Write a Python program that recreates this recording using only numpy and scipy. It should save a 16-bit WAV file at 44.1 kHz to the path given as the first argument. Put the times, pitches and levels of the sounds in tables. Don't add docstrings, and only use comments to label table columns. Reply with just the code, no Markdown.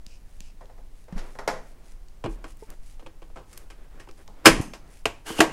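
import sys
import numpy as np
from scipy import signal
from scipy.fft import rfft, irfft, next_fast_len
from scipy.io import wavfile
from scipy.ndimage import uniform_filter1d

SR = 44100
rng = np.random.default_rng(int(sys.argv[2]) if len(sys.argv) > 2 else 0)


def write(x):
    x = np.atleast_2d(x).T
    wavfile.write(sys.argv[1], SR, np.round(np.clip(x, -1, 1) * 32767).astype(np.int16))


N = 243431
TIME = np.arange(N) / SR
AGE = TIME[:int(.7 * SR)]

# pitch_hz, level_db, ring_s (time to fade by 60 dB)
BOWL_NOTES = [(325, -18, .2), (429, -26, .24), (508, -24, .22), (790, -28, .2), (1021, -29, .17),
              (1114, -27, .15), (1283, -27, .2), (1550, -20, .2), (1640, -29, .22), (1867, -21, .22),
              (2148, -25, .22), (2346, -23, .18), (2453, -26, .17), (2585, -28, .17), (2874, -27, .17),
              (3183, -26, .16), (4290, -25, .14), (4908, -27, .14), (5095, -24, .14), (5165, -25, .14),
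              (6345, -26, .15)]
LID_NOTES = [(310, -14, 0.067), (446, -8.5, 0.1), (571, -11.5, 0.054), (686, -11, 0.13), (821, -32, 0.2),
             (928, -24, 0.049), (1110, -21, 0.19), (1586, -17, 0.18), (3050, -29, 0.0085), (3156, 0, 0.017)]
# pitch_hz, level_db
BOWL_COLOUR = [(110, 0.5), (1000, -4), (2400, -1), (3200, -2.5), (3700, -3.5), (5100, 3.5), (6500, -1.5),
               (10500, -1.5), (15500, -20)]


def from_db(db):
    return 10 ** (np.asarray(db) / 20)


def rms_one(x):
    return x / np.sqrt(np.mean(x ** 2) + 1e-20)


def in_time(rows):
    times, *columns = np.transpose(rows)
    return [np.interp(TIME, times, column) for column in columns]


def at_hz(points, hz):
    pitches, values = np.transpose(points)
    return np.interp(np.log(np.maximum(hz, 1)), np.log(pitches), values)


def add(track, start_s, sound):
    start = int(start_s * SR)
    track[start:start + len(sound)] += sound[:N - start]


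def fade(ring_s):
    return np.exp(-np.log(1000) * AGE / max(ring_s, 1e-3))


def ring(pitch_hz, level_db, ring_s):
    return from_db(level_db) * fade(ring_s) * np.sin(2 * np.pi * pitch_hz * AGE)


def band(x, low_hz, high_hz):
    edges_hz = [low_hz, min(high_hz, SR / 2 - 1000)]
    return signal.sosfilt(signal.butter(3, edges_hz, "band", fs=SR, output="sos"), x)


def shaped(x, colour):
    size = next_fast_len(len(x))
    hz = np.arange(size // 2 + 1) * SR / size
    return irfft(rfft(x, size) * from_db(at_hz(colour, hz)), size)[:len(x)]


def coloured(x, colour):
    return rms_one(shaped(x, colour))


def resonant(x, notes, peak_db, width_hz=30):
    size = next_fast_len(len(x))
    hz = np.arange(size // 2 + 1) * SR / size
    peaks = sum(1 / (1 + (2 * (hz - pitch_hz) / width_hz) ** 2) for pitch_hz, _, _ in notes)
    return irfft(rfft(x, size) * (1 + from_db(peak_db) * peaks), size)[:len(x)]


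def room_tone(level_db=-41.5):
    # pitch_hz, level_db
    colour = [(10, 1.5), (17, 6.5), (35, -4), (60, -16), (115, -22.5), (390, -36.5), (800, -38),
              (1200, -44.5), (2400, -48), (8000, -53.5), (15600, -56)]
    return from_db(level_db) * coloured(rng.standard_normal(N), colour)


def friction(grain_hz, grain_db):
    slips = np.interp(TIME * grain_hz, np.arange(N), rng.standard_normal(N))
    return rng.standard_normal(N) * from_db(grain_db * slips)


def strokes(moves):
    return sum(from_db(level_db) * np.sin(np.pi * np.clip((TIME - start_s) / length_s, 0, 1))
               for start_s, length_s, level_db in moves)


def gloves(resting_rub_db=-69.5, resting_swish_db=-73):
    # start_s, length_s, level_db
    rubs = [(1.09, 0.26, -49), (1.6, 0.39, -66), (2.3, 0.23, -60), (2.67, 0.086, -51.5),
            (3.46, 0.23, -59.5), (3.74, 0.16, -59.5), (3.89, 0.18, -57.5), (4.17, 0.067, -56),
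            (4.33, 0.25, -54.5), (4.76, 0.23, -60)]
    swishes = [(.26, .15, -71), (.92, .16, -74), (1.21, 0.19, -65), (1.62, .13, -68.5), (1.82, 0.14, -64.5),
               (2.28, 0.088, -60.5), (2.46, 0.077, -58.5), (2.58, 0.11, -63), (2.81, .17, -63),
               (3.46, 0.2, -61), (4.15, 0.1, -69), (4.87, 0.16, -61)]
    peels = [(.06, 0.14, -59.5), (.39, .14, -60.5)]
    # pitch_hz, level_db
    rub_colour = [(100, -4.5), (330, 6.5), (900, -2), (1800, -6.5), (3000, -14.5), (6000, -26),
                  (16000, -35)]
    swish_colour = [(500, -20.5), (2000, 0.5), (3500, -5.5), (5000, -3), (8000, -3), (10500, -3.5),
                    (13000, -16), (16000, -16)]
    peel_colour = [(500, -20), (2000, -12), (2500, 6.5), (2900, 3.5), (3600, -10), (5000, 2), (7000, -5),
                   (10000, -11), (16000, -33)]
    rub = coloured(friction(grain_hz=257, grain_db=1.5), rub_colour)
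    swish = coloured(friction(grain_hz=720, grain_db=3.5), swish_colour)
    peel = coloured(friction(grain_hz=535, grain_db=2.5), peel_colour)
    rub *= from_db(resting_rub_db) + strokes(rubs)
    swish *= from_db(resting_swish_db) + strokes(swishes)
    return rub + swish + peel * strokes(peels)


def kitchen_echo(sound, noise, room_db, build_s=.008):
    # pitch_hz, ring_s
    ring_times = [(150, 0.61), (700, 0.36), (2500, 0.36), (6000, 0.33), (10000, 0.35), (15000, 0.2)]
    edges_hz = [110, 300, 1000, 3000, 7000, 11000, 16000]
    echo = sum(band(noise, low, high) * fade(at_hz(ring_times, np.sqrt(low * high)))
               for low, high in zip(edges_hz, edges_hz[1:]))
    echo *= 1 - np.exp(-AGE / build_s)
    return from_db(room_db) * np.linalg.norm(sound) * echo / np.linalg.norm(echo)


def glove_ticks(ring_s=0.0062):
    # start_s, level_db, pitch_hz
    ticks = [(0.065, -32.5, 5160), (0.4053, -29, 5300), (0.657, -44, 3900), (2.085, -45.5, 4800),
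             (2.571, -43, 11000), (2.7031, -33, 7400), (4.1123, -36, 5300), (4.278, -36.5, 4570)]
    out = np.zeros(N)
    for start_s, level_db, hz in ticks:
        colour = [(hz / 8, -14), (hz / 2, -6), (hz, 0), (hz * 1.6, -6), (hz * 2.5, -22)]
        noise, echo_noise = [shaped(white, colour) for white in rng.standard_normal((2, len(AGE)))]
        snap = noise * fade(ring_s)
        snap = from_db(level_db) * snap / np.abs(snap).max()
        add(out, start_s, snap + kitchen_echo(snap, echo_noise, room_db=-9))
    return out


def bumps(swell_cycles=0.13):
    # start_s, level_db, pitch_hz, ring_s
    thuds = [(0.067, -42.5, 184, 0.048), (0.406, -38.5, 187, 0.036), (1.126, -26, 179, 0.079),
             (1.162, -26.5, 199, 0.064), (2.245, -29, 118, 0.21), (2.26, -25, 338.5, 0.11),
             (2.624, -33, 435, 0.058), (2.628, -44.5, 890, 0.071), (4.456, -17.5, 164, 0.2),
             (4.46, -14, 325, .24), (4.5984, -9.5, 114, 0.031), (4.602, -12.5, 276, 0.023),
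             (5.055, -37.5, 101, 0.3), (5.057, -31, 310, .1), (5.39, -29, 267, 0.14),
             (5.404, -5, 323, 0.13)]
    sways = [(1.15, -18, 18, .4), (2.285, -26, 35, .55), (4.5, -20, 28, .5)]
    out = np.zeros(N)
    for start_s, level_db, pitch_hz, ring_s in thuds + sways:
        swell = 1 - np.exp(-AGE * pitch_hz / swell_cycles)
        add(out, start_s, ring(pitch_hz, level_db, ring_s) * swell)
    return out


def struck_spot(x, spot_hz, lift_db=5, sharpness=3.1):
    b, a = signal.iirpeak(min(spot_hz, .4 * SR), sharpness, fs=SR)
    return x + (from_db(lift_db) - 1) * signal.lfilter(b, a, x)


def blows(hits, notes, colour, bands_db, notes_db, crack_db, bounce, room_db, pivot_hz=545):
    edges_hz = [110, 270, 1100, 3300, 8000, 15500]
    out = np.zeros(N)
    attack = SR // 50
    for start_s, level_db, hardness_db, ring_s, rattle_ms, spot_hz in hits:
        force = np.zeros(2 * attack)
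        force[0] = 1
        bounces = np.clip(rng.random(6) * rattle_ms * SR / 1000, 1, len(force) - 1).astype(int)
        force[bounces] += bounce * rng.uniform(0.38, 1, len(bounces))
        decay = fade(ring_s) + from_db(crack_db) * fade(0.022)
        energy = np.abs(signal.fftconvolve(decay ** 2, force ** 2)[:len(AGE)]) / np.sum(force ** 2)
        noise, echo_noise = [resonant(shaped(white, colour), notes, peak_db=-1.5)
                             for white in rng.standard_normal((2, len(AGE)))]
        blur = noise * np.sqrt(energy)
        clear = sum(rng.choice([-1, 1]) * ring(hz, db + notes_db, note_s) for hz, db, note_s in notes)
        sound = blur + clear + kitchen_echo(blur, echo_noise, room_db)
        blow = 0
        for low, high, band_db in zip(edges_hz, edges_hz[1:], bands_db):
            part = band(sound, low, high)
            octaves = np.log2(np.sqrt(low * high) / pivot_hz)
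            gain = from_db(level_db + band_db + hardness_db * octaves)
            blow = blow + gain * part / np.std(part[:attack])
        add(out, start_s, struck_spot(blow, spot_hz))
    return out


def far_knocks():
    # start_s, level_db, hardness_db_per_octave, ring_s, rattle_ms, spot_hz
    hits = [(0.608, -49.5, -2.5, 0.19, 6, 630), (0.695, -53.5, -3.5, 0.15, 5.8, 580),
            (0.778, -56, -2.5, 0.17, 6.8, 614), (1.081, -51, -3, 0.11, 3.3, 660),
            (1.124, -52, -0.5, .05, 3.4, 3000), (1.163, -53, 1, 0.083, 13, 1800),
            (1.178, -45, 1.5, 0.11, 17, 3040), (1.352, -47, -2.9, .05, 2, 1600),
            (1.3875, -36, -1.1, 0.11, 6.5, 1460), (1.4763, -24, 0, .11, 2.3, 560),
            (4.279, -53, -6, 0.3, 6.2, 810)]
    # pitch_hz, level_db, ring_s
    notes = [(409, -28, .22), (512, -22, .23), (640, -26, .3), (715, -28, .22), (839, -23, .25),
             (916, -27, .22), (1040, -24, .2), (1270, -25, .17), (1446, -23, .15), (1910, -27, .2),
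             (3994, -33, .18), (4495, -32, .2), (4775, -32, .21), (5383, -32, .19), (5582, -32, .2),
             (6455, -33, .18)]
    # pitch_hz, level_db
    colour = [(300, -3.5), (450, 5), (1000, 1.5), (1900, 4), (2350, -3.5), (2900, -11), (3600, -6),
              (5200, 0), (8000, -9), (11000, -6), (13000, -17.5), (15500, -25.5)]
    bands_db = [-16.5, -1.5, -4.5, -10, -20.5]
    return blows(hits, notes, colour, bands_db, notes_db=5, crack_db=-2.5, bounce=0.93, room_db=-5)


def bowl_knocks():
    # start_s, level_db, hardness_db_per_octave, ring_s, rattle_ms, spot_hz
    hits = [(2.24, -34, -5, 0.11, 13.3, 520), (2.2595, -33.5, -6, .063, 1.8, 340),
            (2.4415, -42, -3.5, 0.11, 6.4, 1290), (2.995, -57, -2, 0.078, 14, 610),
            (3.025, -55, -7.5, 0.045, 7, 520), (3.0625, -45.5, -4.3, 0.024, 8.2, 3470),
            (3.2195, -51, -4.5, 0.08, 8.7, 470), (3.3, -60, -5.5, 0.045, 3, 500),
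            (3.359, -46.5, -4, 0.25, 17, 1370), (3.372, -47.5, -6, 0.17, 17, 480),
            (3.701, -53, -0.5, 0.17, 7.3, 1240), (3.998, -52.5, -0.7, 0.19, 3.6, 1800),
            (4.072, -55, -5.5, .05, 3.1, 900), (4.088, -51, -3, 0.075, 8.9, 400),
            (4.4572, -8, 0, 0.12, 12, 1693), (5.302, -37, -8.5, 0.033, 4.8, 400)]
    bands_db = [-15, 0, 1.5, -1, -8]
    return blows(hits, BOWL_NOTES, BOWL_COLOUR, bands_db,
                 notes_db=0, crack_db=3.5, bounce=0.55, room_db=-14.5)


def lid_taps():
    # start_s, level_db, hardness_db_per_octave, ring_s, rattle_ms, spot_hz
    hits = [(3.529, -64.5, 4, 0.031, 5.6, 9200), (3.5752, -68, 7, 0.018, 1.5, 13000),
            (4.612, -54, 3.5, 0.32, 8.7, 9400), (4.735, -45, 0, 0.18, 15, 5200),
            (5.0553, -25, -0.45, 0.11, 0.68, 2690), (5.4038, -15, 0.05, 0.14, 6, 1840)]
    # pitch_hz, level_db
    colour = [(200, -5), (300, 6), (1400, 5), (2800, 4.5), (3200, -1), (3600, 2.5), (5000, 15),
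              (11000, 5.5), (13000, 4), (15500, -19)]
    bands_db = [-14, 1, 0, -5.5, -14]
    return blows(hits, LID_NOTES, colour, bands_db, notes_db=2, crack_db=7, bounce=0.65, room_db=-14.5)


def tab_slips():
    # start_s, level_db, hardness_db_per_octave, ring_s, rattle_ms, spot_hz
    hits = [(4.443, -43, 0, .1, 6.5, 2900), (4.4503, -30.5, 2.5, .1, 4.1, 1200),
            (4.4538, -17, 0.2, .06, 2.3, 1200), (5.3888, -23, 0.1, .04, 2.4, 2900)]
    bands_db = [-4, -2, -12.5, -16.5, -24.5]
    return blows(hits, BOWL_NOTES, BOWL_COLOUR, bands_db,
                 notes_db=-6, crack_db=-8, bounce=0.94, room_db=-5.5)


def blade_ping(start_s=4.6125):
    # pitch_hz, level_db, ring_s
    notes = [(6300, -54.5, 0.61), (6400, -58, .37), (9270, -49, 0.22), (9480, -55, 0.2), (13450, -65, 0.22)]
    out = np.zeros(N)
    add(out, start_s, sum(ring(*note) for note in notes))
    return out


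def lid_slide(waver_hz=170):
    # time_s, level_db
    slide = [(5.245, -67), (5.266, -39), (5.29, -34.5), (5.32, -38.5), (5.35, -42), (5.375, -38),
             (5.395, -34), (5.41, -42), (5.43, -81)]
    # pitch_hz, level_db
    colour = [(120, -42.5), (200, -22), (244, -16), (327, -3.5), (462, -8), (585, -19), (827, -12.5),
              (1590, -9), (2060, -11.5), (2960, -15.5), (3960, -16.5), (9660, -16), (15500, -32)]
    # time_s, pitch_hz, level_db
    squeak_path = [(5.25, 2756, -75), (5.27, 2810, -42), (5.32, 3050, -41), (5.375, 2820, -52),
                   (5.386, 2790, -27), (5.393, 3240, -33), (5.398, 3260, -72)]
    scrape_db, = in_time(slide)
    rubbing = resonant(friction(grain_hz=600, grain_db=1), LID_NOTES, peak_db=5)
    scrape = from_db(scrape_db) * coloured(rubbing, colour)
    pitch_hz, squeak_db = in_time(squeak_path)
    pitch_hz += waver_hz * rms_one(uniform_filter1d(rng.standard_normal(N), size=50))
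    squeak = from_db(squeak_db) * np.sin(2 * np.pi * np.cumsum(pitch_hz) / SR)
    touching = (TIME > slide[0][0]) & (TIME < slide[-1][0])
    return touching * (scrape + squeak)


def scene():
    knocks = bowl_knocks() + tab_slips() + lid_taps() + far_knocks()
    return (knocks + room_tone() + glove_ticks() + bumps() + blade_ping() + gloves() + lid_slide())[None]


def record(dry, limit=.97, cutoff_hz=15750):
    clipped = np.clip(dry, -limit, limit)
    return signal.sosfilt(signal.ellip(10, .1, 70, cutoff_hz, fs=SR, output="sos"), clipped)


dry = scene()
out = record(dry)
write(out)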